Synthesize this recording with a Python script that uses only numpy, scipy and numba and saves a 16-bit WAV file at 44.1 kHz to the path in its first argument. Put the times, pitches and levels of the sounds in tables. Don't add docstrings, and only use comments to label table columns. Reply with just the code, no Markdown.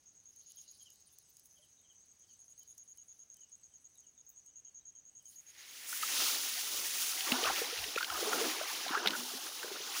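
import sys
import numpy as np
from scipy import signal
from scipy.fft import rfft, irfft
from scipy.io import wavfile
from scipy.ndimage import uniform_filter1d
from numba import njit

SR = 44100
rng = np.random.default_rng(int(sys.argv[2]) if len(sys.argv) > 2 else 0)


def generate_wav(signal):
    frames = np.transpose(np.atleast_2d(signal))
    scaled = np.clip(frames, -1, 1) * 32767
    pcm = np.round(scaled).astype(np.int16)
    wavfile.write(sys.argv[1], SR, pcm)


N = 441000

# freq_hz, relative_level_db
SWISH_SPECTRUM = [(410, -41), (700, -30), (958, -4), (1400, 3.5), (1600, 0.5), (2020, 1), (3370, -5),
                  (6570, -3.5), (7300, -8.5), (8100, -13), (10100, -9.5), (13500, -21), (15200, 4),
                  (16000, -11)]


def undb(db):
    return 10 ** (np.asarray(db) / 20)


def unit(x):
    return x / np.sqrt(np.mean(x ** 2))


def curves(table):
    s, *columns = np.transpose(table)
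    t = np.arange(N) / SR
    mask = np.clip(np.minimum(t - s[0] + 0.016, s[-1] + 0.036 - t) / 0.026, 0, 1)
    return [np.interp(t, s, c) for c in columns], mask


def band(x, lo_hz, hi_hz):
    sos = signal.butter(3, [lo_hz, min(hi_hz, .45 * SR)], "band", fs=SR, output="sos")
    return signal.sosfilt(sos, x)


def colour(x, table):
    hz, db = np.transpose(table)
    f_hz = np.arange(N // 2 + 1) * SR / N + 1
    return irfft(rfft(x) * undb(np.interp(np.log(f_hz), np.log(hz), db)), N)


def walk(rate_hz):
    k = int(SR / rate_hz)
    return 1.73 * uniform_filter1d(np.repeat(rng.standard_normal(N // k + 1), k), k)[:N]


def crackle(spread_db):
    return rng.standard_normal(N) * undb(spread_db * rng.exponential(size=N))


@njit
def rings(start, hz, t60_s, size, glide, rise_cycles):
    out = np.zeros(N)
    for k in range(len(start)):
        n, phase, fade = int(t60_s[k] * SR), 0., 1.
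        for i in range(min(n, N - start[k])):
            phase += hz[k] * (1 + glide * i / n) / SR
            fade *= 1 - np.log(1000) / n
            swell = min(phase / rise_cycles, 1.) ** 2
            out[start[k] + i] += size[k] * np.sin(2 * np.pi * phase) * fade * swell
    return out


def ring_table(s, db, hz, t60_s, glide, rise_cycles):
    return rings((s * SR).astype(np.int64), hz, np.maximum(t60_s, .002), undb(db), glide, rise_cycles)


def froth(lo_hz, hi_hz, cycles, spread_db, count):
    u = rng.random((count, 4)).T
    start_s = (1 + u[0]) * N / SR / 2
    hz = lo_hz * (hi_hz / lo_hz) ** u[1]
    db = spread_db * np.minimum(-np.log(u[2]), 2.7)
    t60_s = cycles * (.5 + u[3]) / hz
    return unit(ring_table(start_s, db, hz, t60_s, 0.43, 4.53)) / np.sqrt(2)


def bursts(s, db, decay_s):
    snap, t = np.zeros(N), np.arange(int(9 * decay_s * SR)) / SR
    snap[((s - decay_s / 2) * SR).astype(int)] = undb(db)
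    envelope = signal.fftconvolve(snap, t / decay_s * np.exp(1 - t / decay_s))[:N]
    return envelope * rng.standard_normal(N)


def air():
    # freq_hz, relative_level_db
    hush_spectrum = [(25, -20.5), (80, -7.5), (160, -12), (1130, -22.5), (2990, -23), (4870, -26.5),
                     (5430, -25), (6560, -2), (7310, -27), (8140, -26), (9070, -39), (12500, -43),
                     (16000, -25)]
    # time_s, level_db (before the bass filter)
    puffs = [(6.749, -44), (7.449, -33), (7.779, -33), (8.11, -34.5), (9.059, -50)]
    hush_db = -70.5 + 0.16 * walk(3.5)
    hush = unit(colour(rng.standard_normal(N), hush_spectrum)) * undb(hush_db)
    return hush + band(bursts(*np.transpose(puffs), 0.025), 44, 110)


def chorus():
    # time_s, level_db
    far_levels = [(0, -70), (1.2, -84), (1.9, -69), (2.4, -75), (3.5, -74.5), (5.6, -89)]
    (far_db,), _ = curves(far_levels)
    flutter_db = 3 * walk(110) + 4 * walk(18)
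    far = unit(band(rng.standard_normal(N) * undb(flutter_db), 6050, 6600)) * undb(far_db)
    high_db = -84 + 3 * walk(40) + 1.5 * walk(3)
    high = unit(band(rng.standard_normal(N), 7750, 8450)) * undb(high_db)
    return far + high


def bird():
    # time_s, level_db (before the mix), pitch_hz (40% through the note)
    tweets = [(0.571, -66, 3230), (0.806, -64, 3220), (0.864, -61, 3050), (1.568, -68, 3170),
              (1.626, -67, 3160), (1.775, -73, 3770), (1.8437, -70, 3200), (1.9006, -67, 3150),
              (2.23, -76, 3200), (2.28, -70, 4570), (2.2937, -72, 3110), (2.615, -71, 3120),
              (2.98, -76, 3000), (3.37, -75, 3080), (3.4211, -70, 2960), (3.725, -77, 3100),
              (3.9519, -72, 3810), (4.035, -76, 3100), (4.1694, -76, 3640), (4.6694, -78, 3150),
              (4.805, -78, 3870), (4.9536, -78, 3160), (5.2007, -73.5, 3150), (5.26, -73, 3110),
              (5.325, -75, 3090)]
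    out, t = np.zeros(N), np.arange(int(0.03 * SR)) / SR
    through = t / t[-1]
    for s, db, hz in tweets:
        pitch_hz = hz + 400 * (.7 + .5 * rng.random()) * (.4 - through)
        swell = np.sin(np.pi * through ** 0.58) ** 0.54
        i = int((s - .008) * SR)
        out[i:i + len(t)] += undb(db) * swell * np.sin(2 * np.pi * np.cumsum(pitch_hz) / SR)
    echoes = rng.standard_normal(6000) * np.exp(-np.arange(6000) / 1360.0)
    u = rng.random((400, 3)).T
    hz, t60_s = 2850 + 2400 * u[2] ** 3, .08 + 0.12 * u[1]
    twitter = ring_table(u[0] * N / SR, -86 + 6 * u[1] ** 2, hz, t60_s, -.1, 90.)
    twitter *= undb(3 * walk(4))
    blurred = signal.fftconvolve(out + 2 * twitter, echoes)[:N]
    return .7 * out + .8 * twitter + undb(-29) * blurred


def chirp(db, wing_hz, length_s):
    stroke_hz, rise_hz_per_s, beat_hz = 122, 1670, 190
    t = np.arange(int((length_s + 0.0057) * SR)) / SR
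    chance = rng.standard_normal((4, 12))
    stroke = np.minimum((t * stroke_hz).astype(int), 11)
    phase = t * stroke_hz % 1
    swell = np.sin(np.pi * phase ** 0.92) ** 0.69 * undb(1.8 * chance[0, stroke])
    swell *= np.clip((length_s + 0.007 - t) / 0.0048, 0, 1)
    turns = (wing_hz + 15 * chance[3, 0] + rise_hz_per_s * (t - length_s) / 2) * t
    turns += 35 * chance[1, stroke] * phase / stroke_hz
    second_wing = np.sin(2 * np.pi * (turns - beat_hz * t) + 3 * chance[2, stroke])
    wings = np.sin(2 * np.pi * turns) + 0.5 * second_wing
    return undb(db + chance[3, 1]) * swell * wings


def crickets():
    chirps = [0.059, 0.152, 0.256, 0.362, 0.461, 0.571, 0.679, 0.797, 0.902, 1.005, 1.13, 1.238, 1.352,
              1.455, 1.567, 1.69, 1.791, 1.89, 2.005, 2.083, 2.197, 2.295, 2.393, 2.481, 2.578, 2.676,
              2.779, 2.879, 2.983, 3.084, 3.193, 3.301, 3.409, 3.519, 3.634, 3.74, 3.845, 3.982, 4.068,
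              4.179, 4.267, 4.361, 4.46, 4.558, 4.65, 4.747, 4.855, 4.953, 5.053, 5.153, 5.256, 5.36, 5.467,
              5.582, 5.686]
    # time_s, level_db, chirp_length_s
    song = [(0.102, -60, 0.049), (.26, -54.5, 0.054), (0.57, -52.5, 0.048), (0.894, -56.5, 0.032),
            (1.1, -70, 0.035), (1.7, -66, 0.03), (2.0, -60.5, 0.033), (2.08, -62, 0.04),
            (2.695, -52, 0.056), (3.298, -52, 0.04), (3.91, -55, 0.026), (4.79, -51, 0.049),
            (5.01, -52, 0.046), (5.402, -50.5, 0.046), (5.7, -53.5, 0.022)]
    # start_s, level_db
    answers = [(1.165, -69), (1.27, -69), (1.39, -70), (1.501, -63), (1.61, -72), (1.72, -68), (1.84, -66),
               (1.955, -65), (2.075, -65), (2.195, -64), (2.31, -62.5), (2.425, -67), (2.55, -73),
               (3.765, -72), (3.9, -70), (4.0, -67), (4.29, -69), (4.4, -65), (4.51, -67), (4.625, -69),
               (4.76, -64), (4.875, -71), (4.995, -68)]
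    near_hz, answer_hz, answer_length_s = 6620, 6200, 0.055
    song_s, song_db, song_length_s = np.transpose(song)
    calls = [(s, np.interp(s, song_s, song_db), near_hz, np.interp(s, song_s, song_length_s))
             for s in chirps]
    calls += [(s, db, answer_hz, answer_length_s) for s, db in answers]
    out = np.zeros(N)
    for s, db, wing_hz, length_s in calls:
        call, i = chirp(db, wing_hz, length_s), int((s - .002) * SR)
        out[i:i + len(call)] += call
    scattered = band(rng.standard_normal(N) * np.abs(out), 6100, 6530)
    return out + 0.59 * scattered


def leaves():
    # time_s, treble_db, body_minus_treble_db
    stirring = [(0.0, -84, 4), (0.2, -87, 4), (0.32, -75, -3), (0.55, -68, 3), (1.1, -78, 2.5),
                (1.45, -72.5, -5), (1.95, -87, 4), (2.6, -75, -3), (3.1, -76.5, -6.5), (3.45, -86, 6),
                (4.0, -84.5, -3), (4.8, -93.5, -2), (5.15, -86.5, -6), (5.34, -63.5, -4)]
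    # time_s, level_db (before colouring)
    ticks = [(0.3616, -41), (0.5195, -35), (0.903, -38), (0.9577, -45), (1.186, -34), (1.3688, -38),
             (1.396, -38), (1.4575, -41), (2.632, -41), (2.78, -35.5), (2.974, -38.5), (3.343, -41),
             (3.369, -42), (3.955, -47), (4.005, -46), (4.462, -44)]
    (top_db, body_db), on = curves(stirring)

    def patch(lo_hz, hi_hz):
        return unit(band(crackle(2.5), lo_hz, hi_hz)) * undb(4 * walk(90))

    bright = .35 * patch(8700, 9800) + .5 * patch(9600, 11200)
    bright += .2 * patch(11000, 14000) + .3 * patch(14200, 16000)
    rustle = colour(crackle(1.5), SWISH_SPECTRUM)

    def brushing(lo_hz, hi_hz):
        return unit(band(rustle, lo_hz, hi_hz)) * undb(2 * walk(40))

    brush = .3 * brushing(2920, 4000) + .6 * brushing(3900, 4900) + .75 * brushing(4900, 7400)
    stir = on * undb(top_db) * (bright * undb(1.9 * walk(55)) + undb(body_db) * brush)
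    u = rng.random((300, 3)).T
    hz = 9000 + 6500 * u[2] ** 2.8
    faint_db = -67 - 3.5 * np.log(u[1])
    faint = ring_table(u[0] * stirring[-1][0], faint_db, hz, 40 / hz, 0.027, 6.0)
    scrape = band(bursts(np.array([4.29]), -54, 0.011), 13700, 17000)
    loud = band(colour(bursts(*np.transpose(ticks), 0.00077), SWISH_SPECTRUM), 6200, 13800)
    return stir + faint + scrape + loud


def splashes():
    # time_s, level_db (before swell and mix), start_pitch_hz
    slap_table = [(6.0265, -25, 3000), (7.207, -20.5, 3000), (7.3193, -11, 2700), (7.4384, -19.5, 3000),
                  (7.456, -20, 2620), (7.561, -22.5, 2900), (7.7772, -23.5, 2760), (7.841, -22, 2700),
                  (7.959, -22, 2560), (7.9832, -20.5, 2500), (8.0281, -21.5, 4400), (8.045, -22.5, 3070),
                  (8.1, -24.5, 2930), (8.33, -22.5, 1850), (8.881, -22, 3860), (9.0594, -18, 3020),
                  (9.073, -9, 3640), (9.082, -16, 3930), (9.106, -22, 2930)]
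    # time_s, level_db (before the swell, above the heard peak), start_pitch_hz
    bubble_table = [(5.925, -27.5, 1410), (6.028, -23.5, 1232), (7.267, -27, 1115), (7.317, -24, 1265),
                    (7.34, -26, 927), (7.443, -26.5, 1207), (7.498, -26, 888), (7.53, -32, 1074),
                    (7.973, -19, 1340), (8.005, -23, 1390), (8.026, -27, 1470), (8.097, -25.5, 1314),
                    (8.152, -27.5, 1195), (8.326, -20, 1320), (8.44, -22.5, 1394), (8.699, -27, 956),
                    (8.911, -25.5, 1470), (8.925, -25, 1475), (8.947, -17.5, 1273), (8.973, -19.5, 1560),
                    (9.055, -19.5, 1400), (9.131, -22, 1440), (9.148, -23, 1385), (9.2, -35, 1137),
                    (9.628, -26, 1500)]
    # time_s, level_db (before the swell), start_pitch_hz, t60_cycles (of start pitch)
    glug_table = [(1.585, -71, 582, 120), (7.317, -30.5, 243, 60), (7.428, -33.5, 460, 58),
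                  (7.452, -30, 596, 30), (7.498, -26.5, 750, 29), (7.579, -35, 544, 34),
                  (7.615, -30.5, 451, 40), (7.725, -36.5, 455, 28), (7.856, -37.5, 405, 35),
                  (7.961, -22, 456, 14), (8.225, -26, 454, 23), (8.269, -32.5, 407, 54),
                  (8.33, -19, 423, 7.3), (8.3295, -15, 920, 9.6), (8.41, -31, 446, 78),
                  (8.46, -34, 296, 56), (8.561, -38, 415, 37), (8.611, -30, 602, 31), (8.863, -30, 704, 22),
                  (8.905, -29, 283, 11.5), (8.97, -35, 395, 34), (9.053, -33.5, 404, 31),
                  (9.056, -41.5, 203.4, 51), (9.096, -37.5, 268, 52), (9.17, -45.5, 237.4, 113),
                  (9.334, -34, 382, 14), (9.344, -40.5, 244, 25), (9.642, -19.5, 409, 8),
                  (9.713, -35, 376, 33), (9.8, -42.5, 392, 21)]
    s, db, hz = np.transpose(slap_table)
    slaps = 0.81 * ring_table(s, db, hz, 30 / hz, 0.062, 2.4)
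    slaps += 0.44 * band(bursts(s, db, 0.0021), 1900, 4900)
    slaps += 0.06 * band(bursts(s, db, 0.0013), 8000, 17000)
    s, db, hz = np.transpose(bubble_table)
    bubbles = ring_table(s, db, hz, 55 / hz, 0.18, 7.9) * (.85 + .35 * walk(400))
    bubbles += 0.48 * band(bursts(s, db, 0.0033), 870, 1910)
    s, db, hz, cycles = np.transpose(glug_table)
    glugs = ring_table(s, db, hz, cycles / hz, 0.297, 1.72) * (1 + 0.3 * walk(150))
    return slaps + bubbles + glugs


def strokes():
    # time_s, light_churn_db, deep_churn_db
    stroke_table = [(6.2, -46, -71), (6.75, -56, -54), (7.33, -44, -47.5), (7.47, -44.5, -51),
                    (7.62, -53, -64), (8.12, -47, -89), (8.22, -47, -46.5), (8.38, -46, -43.5),
                    (8.62, -47.5, -64), (8.941, -40.5, -55), (9.06, -51, -48.5), (9.66, -52.5, -53.5)]
    attack_s, release_s = 0.052, 0.097
    s, *db = np.transpose(stroke_table)
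    coarse_s = np.arange(0, N + 200, 200) / SR
    late_s = coarse_s - s[:, None]
    shape = np.exp(-np.where(late_s < 0, -late_s / attack_s, late_s / release_s))
    return [np.interp(np.arange(N) / SR, coarse_s, level) for level in undb(db) @ shape]


def hand():
    # time_s, swish_db, spray_above_swish_db
    sweep = [(5.3, -83, 15), (5.45, -72, 5), (5.62, -56.5, -5), (5.86, -51.5, -1.5), (5.885, -49.5, 5),
             (6.03, -43, 1), (6.22, -34, -3), (6.5, -41.5, -0.5), (7.15, -41, -1), (7.46, -38, -4),
             (7.7, -41, -2.5), (8.08, -46.5, -4.5), (8.22, -40, -2.5), (8.41, -38, -2.5), (8.55, -42, -3),
             (8.9, -43.5, -5), (9.04, -45.5, -7), (9.12, -44.5, -4.5), (9.25, -44.5, -2), (9.45, -44.5, -1),
             (9.62, -47.5, -3), (9.85, -44, -7), (10.0, -42, 0)]
    # time_s, above_the_rest_db
    low_swish = [(5.3, -1.5), (6.0, -4.5), (6.24, -7), (7.0, -6), (7.6, -3.5), (8.25, -7), (8.6, -3),
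                 (9.1, -6), (9.35, -11), (9.62, -5), (9.86, -8.5), (10, -5)]
    gate_s, dip_s = 4.6, 7.1
    light_above_swish_db, deep_above_swish_db = -11.5, -19
    (swish_db, spray_db), on = curves(sweep)
    gate, wet = (np.clip((np.arange(N) / SR - s) / 0.11, 0, 1) for s in (gate_s, dip_s))
    fizz = colour(crackle(1.0) * undb(0.66 * walk(50) + .5 * walk(14)), SWISH_SPECTRUM)

    (low_db,), _ = curves(low_swish)
    low = unit(band(fizz, 1590, 2954)) * undb(1.2 * walk(30))
    low += 0.5 * froth(1650, 2727, 25.0, 2.5, count=3000)
    swish = undb(low_db) * low + 0.8 * unit(band(fizz, 2900, 5900))
    swish += 0.45 * froth(2900, 6500, 27.0, 3.6, count=6000)
    swish += 0.26 * wet * froth(2440, 6800, 45, 5, count=300)

    spray = unit(band(fizz, 6970, 14470)) * undb(0.99 * walk(9))
    spray += 0.39 * froth(8430, 11670, 77, 2.7, count=4000)
    spray += 0.095 * wet * froth(8100, 17000, 23, 4.3, count=250)

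    ragged_db = 1.2 + 1.6 * wet
    small = 0.98 * unit(band(fizz, 680, 1950)) * undb(ragged_db * walk(70))
    small += (0.43 + 0.5 * wet) * froth(668.7, 1682, 41.7, 5.2, count=3500)
    large = .75 * unit(band(rng.standard_normal(N), 240, 680)) * undb(ragged_db * walk(40))
    large += .9 * wet * froth(280, 780, 34, 3.5, count=2000)

    light, deep = strokes()
    light = np.hypot(gate * undb(swish_db + light_above_swish_db), light)
    deep = np.hypot(gate * undb(swish_db + deep_above_swish_db), deep)
    return on * (undb(swish_db) * (swish + undb(spray_db) * spray) + light * small + deep * large)


def scene():
    mono = air() + chorus() + bird() + crickets() + leaves() + splashes() + hand()
    return np.tile(mono, (2, 1))


def record(dry):
    top_hz, ripple_db, stop_db = 15850, .2, 75
    return signal.sosfilt(signal.ellip(10, ripple_db, stop_db, top_hz, fs=SR, output="sos"), dry)


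dry = scene()
out = record(dry)
generate_wav(out)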